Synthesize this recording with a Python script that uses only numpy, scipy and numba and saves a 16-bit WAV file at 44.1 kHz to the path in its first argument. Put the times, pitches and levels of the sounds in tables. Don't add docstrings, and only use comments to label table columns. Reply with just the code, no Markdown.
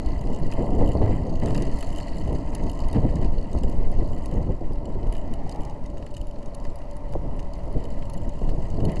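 import sys
import numpy as np
from scipy import signal
from scipy.io import wavfile
from scipy.ndimage import uniform_filter1d
from numba import njit

SR = 44100
rng = np.random.default_rng(int(sys.argv[2]) if len(sys.argv) > 2 else 0)


def master_out(mix):
    frames = np.transpose(np.atleast_2d(mix))
    ceiling = np.clip(frames, -1, 1)
    pcm = np.round(ceiling * 32767).astype(np.int16)
    wavfile.write(sys.argv[1], SR, pcm)


def how_loud(loudness_db):
    steps = np.asarray(loudness_db, float) / 20
    return 10 ** steps


N = 396897
T = np.arange(N) / SR

# t/s, level/dB
HEADWIND = [(0, -28.5), (.5, -32), (.92, -27.5), (1.2, -28), (1.85, -33.5), (2.5, -31.5), (3.2, -29.5),
            (3.55, -32.5), (4.0, -29), (4.6, -38), (5.0, -31), (6.0, -38), (6.9, -38.5), (7.3, -32),
            (7.6, -35.5), (8.55, -32), (9.0, -29.5)]
# t/s, level/dB, hold/s
GUSTS = [(0.588, -36, 0.23), (0.82, -31.5, 0.075), (.96, -27, 0.17), (1.183, -38.5, 0.17),
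         (1.441, -33.5, 0.16), (1.595, -36, 0.17), (2.27, -29, 0.074), (2.606, -35, 0.051),
         (2.83, -39, 0.0087), (2.961, -18.5, 0.011), (3.046, -19.5, 0.0075), (3.135, -29, 0.12),
         (3.556, -29, 0.016), (3.623, -36.5, 0.054), (4.004, -29, 0.014), (4.34, -29.5, 0.076),
         (4.48, -26.5, 0.026), (4.882, -35, 0.014), (6.215, -47, 0.0094), (7.14, -35.5, 0.019),
         (7.227, -36, .05), (7.76, -29, 0.007), (8.618, -46.5, 0.012), (8.742, -37.5, 0.14),
         (8.838, -27, 0.042), (0.387, -47.5, 0.025), (2.67, -38, 0.0085), (5.997, -47, 0.017),
         (5.04, -39.5, 0.013)]
GUST_RISE_S, GUST_FALL_S = 0.036, 0.048
# t/s, level/dB, hold/s
SHOVES = [(0.035, -19, 0.037), (0.715, -23.5, 0.15), (1.327, -22, 0.034), (1.745, -19, 0.018),
          (2.814, -23.5, 0.58), (3.635, -24.5, 0.36), (4.376, -19, 0.011), (4.55, -24.5, 0.28),
          (5.063, -18, 0.025), (5.204, -35, 0.21), (6.217, -32, .02), (6.64, -33, 0.044),
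          (7.155, -23.5, 0.031), (7.693, -28, 0.09), (7.986, -28, 0.018), (8.41, -26.5, 0.095)]
SHOVE_RISE_S, SHOVE_FALL_S = 0.082, 0.092
EDDY_DB, EDDY_PER_WIND = -27, 0.97
# t/s, peak level/dB, length/ms
SLAPS = [(0.246, -28, 11), (0.297, -28, 17), (0.413, -38, 7.7), (0.581, -24, 93), (0.69, -23, 6.1),
         (0.717, -27, 95), (0.809, -19.5, 20), (0.952, -21, 14), (1.016, -18, 14), (1.32, -31, 7.2),
         (1.425, -23, 67), (2.631, -38, 57), (2.958, -29, 5.3), (3.527, -36, 20), (3.55, -25, 10),
         (3.636, -24, 7.9), (3.663, -39, 5), (3.725, -29, 7.5), (4.021, -31, 5.2), (4.372, -30, 7.6),
         (4.492, -33, 31), (4.61, -27.5, 22), (4.708, -30, 15), (5.026, -49, 20), (7.152, -19.5, 8),
         (7.669, -33, 25), (8.416, -25.5, 5.2), (5.065, -28, 4.9), (5.123, -34, 7), (4.955, -31, 7.2),
         (8.85, -35, 30), (8.78, -36, 30), (1.07, -29, 33), (1.25, -34, 26)]
EDGE_DB, EDGE_HZ = 5, 650
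# f/Hz, level/dB per Hz
AIR_SPECTRUM = [(3.5, -30), (6.0, 12.5), (20, 5), (74, -10.5), (101, -7), (145, -12), (265, -16),
                (421, -21), (668, -27.5), (1010, -83), (1500, -49), (1950, -87), (3300, -120)]

# t/s, road roughness level/dB, pedal load level/dB
RIDE = [(0, -54, -61), (.35, -58.5, -61), (.58, -54.5, -61), (1.35, -58, -61), (1.65, -54, -56),
        (2.4, -56.5, -59.5), (2.93, -54, -61), (3.36, -60, -63), (4.25, -58.5, -62), (4.59, -63.5, -71.5),
        (5.19, -60, -70.5), (5.46, -61.5, -71), (5.91, -67.5, -71.5), (6.19, -78, -69), (6.5, -65, -73),
        (7.87, -61.5, -69), (8.65, -63, -62.5), (9, -57.5, -61)]
# t/s, level/dB, hold/s
PATCHES = [
    (0.514, -69, .02),
    (1.02, -58, 0.13),
    (1.447, -55, 0.13),
    (2.944, -59.5, 0.016),
    (3.225, -57, 0.018),
    (4.313, -72, 0.12),
    (8.897, -60.5, 0.023),
]
PATCH_RISE_S, PATCH_FALL_S = 0.039, 0.058
# f/Hz, width/Hz, level/dB
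TUBES = [(275, 40.6, -0.5), (658.4, 48, -3.5), (801, 160, -16.5), (918.7, 46.6, -7.5), (1023, 82, -12),
         (1320, 160, -29)]
# t/s, level/dB
RING_SWELL = [
    (5.6, 0),
    (6.0, 2.5),
    (8.4, 2.5),
    (8.7, 0),
]
HUM_DB, HUM_PER_ROAD = -50.5, 0.65
# f/Hz, width/Hz, level/dB
HOUSING = [(1675, 190, -0.5), (1979, 142, 10), (2560, 360, -5), (3040, 166, 0.5), (3930, 110, -7.5),
           (4295, 87, -9), (4770, 150, -6), (6400, 450, -23), (7350, 90, -6.5), (8600, 490, -16),
           (9500, 130, -17)]
# f/Hz, width/Hz, level/dB
CHAIN = [(2170, 590, -16), (2843, 150, 9), (4404, 230, 8.5), (4920, 240, 1.5), (6450, 310, 0.5),
         (7530, 1030, -4), (8700, 140, -22), (9700, 500, -8), (12100, 620, -22)]
LINKS_PER_S = 66.5

# f/Hz, width/Hz, level/dB
RINGS = [
    [(2930, 380, -1.5), (3710, 120, 2), (5000, 2900, -4.5), (6550, 170, 3), (8030, 620, -4.5)],
    [(4280, 110, 8.5), (4820, 200, 8)],
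    [(2960, 166, 10), (7330, 390, 3), (10260, 280, -4), (11560, 410, -9.5)],
    [(9870, 660, 3), (12330, 550, -1.5)],
]
# t/s, level/dB
SCRAPES = [(1.434, -47), (1.4586, -40), (1.5465, -40), (1.6215, -39.5), (2.5511, -61), (2.6354, -49),
           (2.9272, -49), (3.1117, -51), (3.1547, -48), (3.5295, -47), (3.5858, -46.5), (4.2582, -54),
           (5.1253, -58), (5.3366, -55), (5.4936, -43), (5.6074, -57), (5.6505, -51), (5.697, -50),
           (5.8604, -49), (6.14, -53), (6.1664, -59), (6.459, -51), (6.545, -49), (6.9107, -63),
           (7.1237, -59), (7.393, -48.5), (7.8403, -57), (8.0995, -64), (8.1343, -53), (8.85, -54)]
# t/s, level/dB
SPROCKET = [(0.0598, -40), (0.191, -46), (0.2563, -54), (0.271, -46), (0.5146, -37.5), (0.845, -44),
            (0.9697, -53), (1.0949, -46), (1.7015, -52), (1.8692, -45), (2.5511, -57), (2.589, -53),
            (2.6349, -50), (2.6957, -35), (3.0984, -47), (3.1574, -47), (3.246, -42.5), (3.5857, -54),
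            (3.6336, -37), (5.5228, -41), (6.1394, -56.5), (6.6408, -48), (6.9117, -57), (7.124, -52),
            (7.4275, -50), (7.5343, -47), (7.6765, -51), (7.8391, -63), (8.743, -47), (8.8443, -54)]
# t/s, level/dB
PAWL = [(0.2106, -41.5), (0.4653, -50), (0.5062, -56), (0.524, -43.5), (0.6624, -49), (0.7047, -48),
        (0.7505, -46), (0.7828, -49), (0.8023, -48), (0.8599, -46), (0.8754, -41.5), (0.9173, -43),
        (0.9707, -60), (1.3565, -48), (1.4586, -51), (1.6195, -51), (1.8082, -36), (1.868, -48),
        (1.927, -46), (1.9595, -42), (1.9833, -37.5), (2, -42), (2.0824, -45), (2.151, -52), (2.274, -46),
        (2.3755, -56), (2.5511, -62), (2.6973, -55), (3.1557, -51), (3.245, -64)]
# t/s, level/dB
PAWL_LATE = [(4.1813, -50), (4.2272, -53), (4.313, -45.5), (4.8543, -45.5), (5.1241, -54), (5.4928, -54),
             (5.607, -49), (5.6499, -53), (5.9797, -48), (6.0635, -46), (6.1104, -52), (6.1668, -39.5),
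             (6.2132, -45), (6.2695, -45.5), (6.3099, -48), (6.9111, -62), (7.8385, -48), (7.8524, -46),
             (7.9033, -51), (8.0974, -54), (8.1757, -44), (8.2924, -45), (8.8507, -53), (8.917, -47)]
# t/s, teeth, level/dB
RUNS = [
    (0.3322, 3, -45),
    (0.889, 1, -42),
    (0.9326, 1, -43),
    (1.469, 3, -43),
    (1.562, 2, -39.5),
    (2.168, 4, -46),
    (5.151, 3, -46),
    (5.618, 2, -49),
]
TOOTH_S = .0146
# t/s, level/dB
CABLE = [(0.4663, -50), (1.5468, -50), (1.6232, -41), (1.806, -43), (1.8265, -38), (1.927, -49),
         (1.9604, -46), (2.5493, -28), (2.6953, -55), (2.8844, -41), (2.9294, -42), (3.9165, -44),
         (4.0771, -46), (4.258, -40), (5.1243, -41), (5.3376, -40.5), (5.4944, -51), (5.6511, -52),
         (6.1404, -56), (6.1667, -58), (6.2138, -59), (6.548, -40), (6.757, -43), (6.9107, -49),
         (6.9664, -42.5), (7.1237, -50), (8.098, -42), (8.1343, -42.5), (8.8513, -36.5), (8.9182, -45)]
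# t/s, level/dB
TICKS = [(1.5765, -41), (5.5135, -41), (8.4941, -43), (8.9579, -44), (5.5593, -47), (5.8391, -52),
         (1.506, -41), (6.0242, -53), (6.6, -50), (6.1467, -45), (6.1774, -47), (2.8027, -40), (5.9, -50),
         (7.4, -47), (8.702, -44), (6.7, -52), (7.904, -57), (8.5, -48), (8.14, -46.5), (7.535, -49),
         (7.99, -51), (8.3903, -49), (8.804, -46)]
# t/s, level/dB
PAWL_LIGHT = [(0.2184, -43), (0.302, -41), (0.5358, -33), (0.5761, -49), (0.623, -39), (0.6789, -44),
              (0.9464, -42), (1.152, -43), (1.1667, -40), (1.3972, -38), (1.7614, -38), (1.8384, -42),
              (1.9031, -40), (1.9714, -34), (2.0294, -39), (2.7903, -34), (2.8154, -40), (3.2144, -42),
              (3.3802, -43), (3.6444, -41), (3.678, -40), (3.7504, -46), (4.1185, -40), (4.1316, -40),
              (4.148, -41.5), (4.1624, -47), (4.8893, -44), (5.1374, -39), (5.1964, -47), (5.213, -41.5),
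              (5.2375, -52), (5.3554, -51), (5.472, -44), (5.9994, -51), (6.333, -53), (6.3864, -46),
              (6.4817, -45), (7.8027, -45), (8.0546, -39), (8.2162, -41), (8.2332, -42), (8.2521, -43),
              (8.3355, -45)]
# t/s, level/dB
CABLE_LIGHT = [(0.397, -42), (1.7873, -34), (1.8821, -39), (2.3274, -37), (2.7146, -36), (3.5464, -45),
               (3.6975, -35), (3.81, -48), (3.9844, -48), (4.7324, -43), (5.0707, -40), (5.9704, -47),
               (7.3642, -46), (7.5792, -47), (7.655, -50), (7.7263, -43), (8.1674, -42), (8.5824, -48)]
# t/s, level/dB
STONES = [(0.0338, -44), (0.1421, -49), (0.4239, -44), (1.0475, -47), (1.3059, -52), (1.6003, -35),
          (1.6531, -35), (1.6746, -41), (1.7469, -47), (2.0472, -41), (2.1203, -38), (2.5017, -48),
          (2.6633, -41), (2.7312, -38), (2.7496, -41), (2.7736, -39), (2.8449, -36), (2.8544, -38),
          (2.9123, -38), (3.0724, -49), (3.1852, -40), (3.2286, -42), (3.3204, -53), (3.3498, -46),
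          (3.4106, -43), (3.7233, -40), (3.9529, -47), (4.0327, -49), (4.0502, -45), (4.0966, -43),
          (4.2153, -51), (4.338, -38), (4.4253, -39), (4.5216, -50), (4.6828, -50), (4.7197, -47),
          (4.7516, -50), (4.9232, -44), (5.0075, -49), (5.0295, -47), (5.2759, -43), (5.5463, -40),
          (5.7084, -44), (6.2814, -45), (6.4272, -41), (6.6498, -36), (6.6972, -46), (6.787, -40),
          (6.8174, -46), (6.9321, -44), (7.0908, -44), (7.448, -45), (7.4879, -51), (7.5537, -41),
          (7.7777, -43), (7.9224, -40), (7.9808, -42), (8.0316, -42)]
# t/s, level/dB
STONES_LATE = [(6.6664, -43), (7.7009, -44), (7.9389, -43), (8.0114, -46), (8.4203, -48), (8.4532, -53),
               (8.5165, -42), (8.5485, -48), (8.6527, -48), (8.7685, -45), (8.8832, -40), (8.968, -33),
               (8.9914, -38)]
LIGHT_DB = [-9.5, -7.5, -10]
NEIGHBOUR_DB, NEIGHBOUR_SCATTER_DB = -15.5, 3.2
# t/s, level/dB
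KNOCKS = [(0.522, -36), (0.808, -43), (1.019, -39.5), (1.06, -44), (1.11, -41), (3.225, -42), (3.245, -43),
          (2.98, -45), (1.49, -42), (1.6, -42), (1.63, -41), (1.4582, -42), (1.4746, -38), (1.505, -37),
          (1.5517, -33.5), (1.5793, -35), (1.8257, -35), (1.986, -39), (2.001, -42), (2.081, -42),
          (2.5495, -41), (2.9462, -40), (2.963, -39), (3.6363, -44), (4.756, -48), (5.030, -47),
          (5.066, -45), (5.970, -46), (6.025, -46.5), (6.065, -45), (6.36, -49), (6.43, -53), (6.817, -45),
          (7.805, -51), (8.305, -53), (8.49, -40), (8.801, -42), (8.895, -40), (8.968, -42), (5.123, -42),
          (5.151, -41), (6.164, -43.5), (6.651, -41.5), (7.391, -42), (8.0232, -41.5), (8.096, -44)]
# f/Hz, width/Hz, level/dB
SHELL = [(1207, 150, 5.5), (1830, 360, 5.5), (2180, 310, -1), (2430, 330, 0), (2810, 360, 3),
         (3900, 2000, -6.5)]
# f/Hz, width/Hz, share removed
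SHELL_DIPS = [(1510, 150, .35), (3450, 350, .45)]

# t/s, roar peak f/Hz, level/dB
VAN = [
    (4.6, 590, -76),
    (5.3, 670, -47),
    (5.55, 780, -41),
    (5.72, 860, -44),
    (5.82, 900, -55),
]
# f/Hz, level/dB
WHINE = [(5600, -85), (11025, -101)]
# t/s, level/dB, decay/ms
DROPOUTS = [
    (3.2575, -37, .1),
    (4.7235, -38, 6),
    (7.1369, -28.5, 8),
]
OFFSET = -.0182
START_PUSH, START_S = .14, .005


def level(x):
    return x / np.sqrt(np.mean(x ** 2))


@njit
def svf(x, hz, width):
    y, b, l = np.empty(len(x)), 0., 0.
    for i in range(len(x)):
        g, k = np.pi * hz[i] / SR, width / hz[i]
        v = (b + g * (x[i] - l)) / (1 + g * (g + k))
        b, l, y[i] = 2 * v - b, l + 2 * g * v, k * v
    return y


def band(x, hz, width):
    warped_hz = np.tan(np.pi * hz / SR) * SR / np.pi * np.ones(N)
    warped_width = width * (1 + np.tan(np.pi * np.mean(hz) / SR) ** 2)
    return svf(x + 1e-18, warped_hz, warped_width)


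def body(x, modes):
    out = 0
    for k, (hz, width, db) in enumerate(modes):
        ring = band(band(x, hz, 1.6 * width), hz, 1.6 * width)
        out = out + (-1) ** k * how_loud(db) * ring
    return out


def walk(rate):
    k = int(SR / rate)
    held = np.repeat(rng.standard_normal(N // k + 1), k)
    return 1.4 * uniform_filter1d(uniform_filter1d(held, k), k)[:N]


def curves(table):
    s, *columns = np.transpose(table)
    return [np.interp(T, s, c) for c in columns]


def bursts(times, db, decay_ms):
    kicks = np.zeros(N)
    onsets = np.clip((np.asarray(times) * SR).astype(int), 0, N - 1)
    np.add.at(kicks, onsets, how_loud(db))
    return signal.lfilter([1], [1, -np.exp(-1000 / (decay_ms * SR))], kicks)


def even(x, ms, depth):
    power = uniform_filter1d(x ** 2 + 1e-12, int(ms * SR / 1000))
    return level(x / power ** (depth / 2))


def swells(base_db, table, rise_s, fall_s):
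    extra = 0
    for s, db, hold in table:
        corners = np.cumsum([s - rise_s, rise_s, abs(hold), fall_s])
        extra = extra + how_loud(db) * np.interp(T, corners, [0, 1, 1, 0]) ** 2
    return 20 * np.log10(how_loud(base_db) + extra)


def circuit_whine():
    return sum(how_loud(db + 3 + walk(6)) * np.sin(2 * np.pi * hz * T) for hz, db in WHINE)


def dropouts():
    return sum(bursts([s], db, ms) for s, db, ms in DROPOUTS)


def van():
    hz, db = curves(VAN)
    noise = rng.standard_normal(N)
    roar = level(band(band(noise, hz, 200), hz, 200))
    hiss = level(band(noise, 1900, 350))
    return (roar + 0.16 * hiss) * how_loud(db)


def knocks(decay_ms):
    s, db = np.transpose(KNOCKS)
    return body(bursts(s, db + 6.0, decay_ms) * rng.standard_normal(N), SHELL)


def clicks():
    skips = [(s + k * TOOTH_S, db) for s, teeth, db in RUNS for k in range(round(teeth))]
    parts = [SCRAPES, SPROCKET, list(PAWL) + list(PAWL_LATE) + skips, CABLE]
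    light = [PAWL_LIGHT, CABLE_LIGHT, list(STONES) + list(STONES_LATE)]
    light = [np.add(part, [0, db]) for part, db in zip(light, LIGHT_DB)]
    groups = parts + [TICKS] + light
    s, db = np.transpose([row for group in groups for row in group])
    struck = np.repeat([0, 1, 2, 3, 4, 2, 3, 4], [len(group) for group in groups])
    own_db, stirred_db, tick_db = [14.7, 7.0, 11.0, 7.0], [2.3, -1.5, 1.0, -10.0], [7, 5.0, 5.5, -7.0]
    scrape_ms = 2.
    chance = rng.standard_normal((len(s), len(parts)))
    out = 0
    for k, modes in enumerate(RINGS):
        stirred = 15.5 + stirred_db[k] + NEIGHBOUR_DB + NEIGHBOUR_SCATTER_DB * chance[:, k]
        others = np.where(struck == len(parts), tick_db[k], stirred)
        trim = np.where(struck == k, own_db[k], others)
        scrape = bursts(s, db + trim, scrape_ms) * np.sign(rng.standard_normal(N))
        out = out + body(scrape, modes)
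    return out + knocks(2.5 * scrape_ms)


def chain(tick_db):
    rate = LINKS_PER_S * (1 + .02 * walk(1.5))
    links = T[1:][np.diff(np.floor(np.cumsum(rate / SR))) > 0]
    grit = rng.uniform(0, N / SR, 1500)
    out = 0
    for hz, width, db in CHAIN:
        chance = rng.standard_normal((2400, 2))
        jitter, strength = chance[:len(links)].T
        ticks = bursts(links + .0015 * jitter, 3.0 * strength, 2.2)
        ticks += bursts(grit, 5 * np.minimum(chance[900:, 1], 2.) - 8, 2.4)
        soft = uniform_filter1d(ticks, size=30)
        ring = band(soft * rng.standard_normal(N), hz, width)
        out = out + how_loud(db + 2.0 * walk(15)) * ring
    return level(out) * how_loud(tick_db + 2.5)


def housing(shake_db):
    jolts = how_loud(2.2 * walk(60) + 2.4 * walk(170) + .4 * walk(12))
    return level(body(rng.standard_normal(N) * jolts, HOUSING)) * how_loud(shake_db + 1.5)


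def tyre(hum_db):
    tubes = level(body(rng.standard_normal(N) * how_loud(1.0 * walk(18)), TUBES))
    ring = even(band(rng.standard_normal(N), 578 + 3 * walk(4.6), 20), 60, 0.6)
    swell_db, = curves(RING_SWELL)
    return tubes * how_loud(hum_db + 7.5) + ring * how_loud(0.11 * hum_db - 41 + swell_db)


def slaps(turbulence):
    envelope = sum(bursts([s], db, ms) for s, db, ms in SLAPS)
    s, db, _ = np.transpose(SLAPS)
    edges = band(bursts(s, db, 1), EDGE_HZ, 950) * how_loud(EDGE_DB)
    return envelope * even(turbulence, 12, .7) * how_loud(-2) + edges


def wind():
    wind_db, = curves(HEADWIND)
    eddy_db = EDDY_DB + EDDY_PER_WIND * (wind_db + 35.5)
    slow_db = swells(eddy_db, SHOVES, SHOVE_RISE_S, SHOVE_FALL_S)
    fine_db = swells(wind_db, GUSTS, GUST_RISE_S, GUST_FALL_S)
    air_hz, air_db = np.transpose(AIR_SPECTRUM)
    puff = walk(12)
    big, small, raw = 0, 0, 0
    for hz in 7 * 2 ** np.arange(0, 7.6, .5):
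        fine = np.clip(np.log2(hz / 30) / 1.39, 0, 1)
        eddy = level(band(band(rng.standard_normal(N), hz, 0.57 * hz), hz, 0.57 * hz))
        eddy *= how_loud(np.interp(np.log(hz), np.log(air_hz), air_db)) * np.sqrt(hz)
        raw = raw + fine * eddy * (hz / 200) ** 0.6
        eddy *= how_loud(0.032 * np.clip(np.log2(hz / 200), 0, 3) * (fine_db + 20.0))
        eddy *= how_loud(fine * (2.2 * puff + 1.9 * walk(22)))
        big = big + np.sqrt(1 - fine) * eddy
        small = small + np.sqrt(fine) * eddy
    big = even(big, 300, 0.081)
    shed = how_loud(2.5 * (uniform_filter1d(np.abs(big), size=300) - 0.82))
    air = big * how_loud(slow_db + 0.17)
    air = air + even(small, 60, 0.43) * shed * how_loud(fine_db)
    air = air + slaps(raw)
    return signal.sosfilt(signal.butter(5, 1000, fs=SR, output="sos"), air)


def scene():
    road_db, load_db = curves(RIDE)
    road_db = swells(road_db, PATCHES, PATCH_RISE_S, PATCH_FALL_S)
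    hum_db = HUM_DB + HUM_PER_ROAD * (road_db + 60.5)
    mix = van() + clicks() + chain(load_db) + housing(road_db) + tyre(hum_db) + wind()
    dips = sum(share * band(mix, hz, width) for hz, width, share in SHELL_DIPS)
    return (mix - dips)[None]


def roll_off(x):
    return signal.sosfilt(signal.butter(12, 12940, fs=SR, output="sos"), x)


def record(dry):
    hiss = how_loud(-90.0) * rng.standard_normal(N)
    x = np.tanh(1.121 * dry) / 1.286 + circuit_whine() - dropouts() + hiss
    x = signal.sosfilt(signal.butter(8, 11700, fs=SR, output="sos"), x)
    mix = x + OFFSET + START_PUSH * np.exp(-T / START_S)
    return roll_off(mix)


dry = scene()
out = record(dry)
master_out(out)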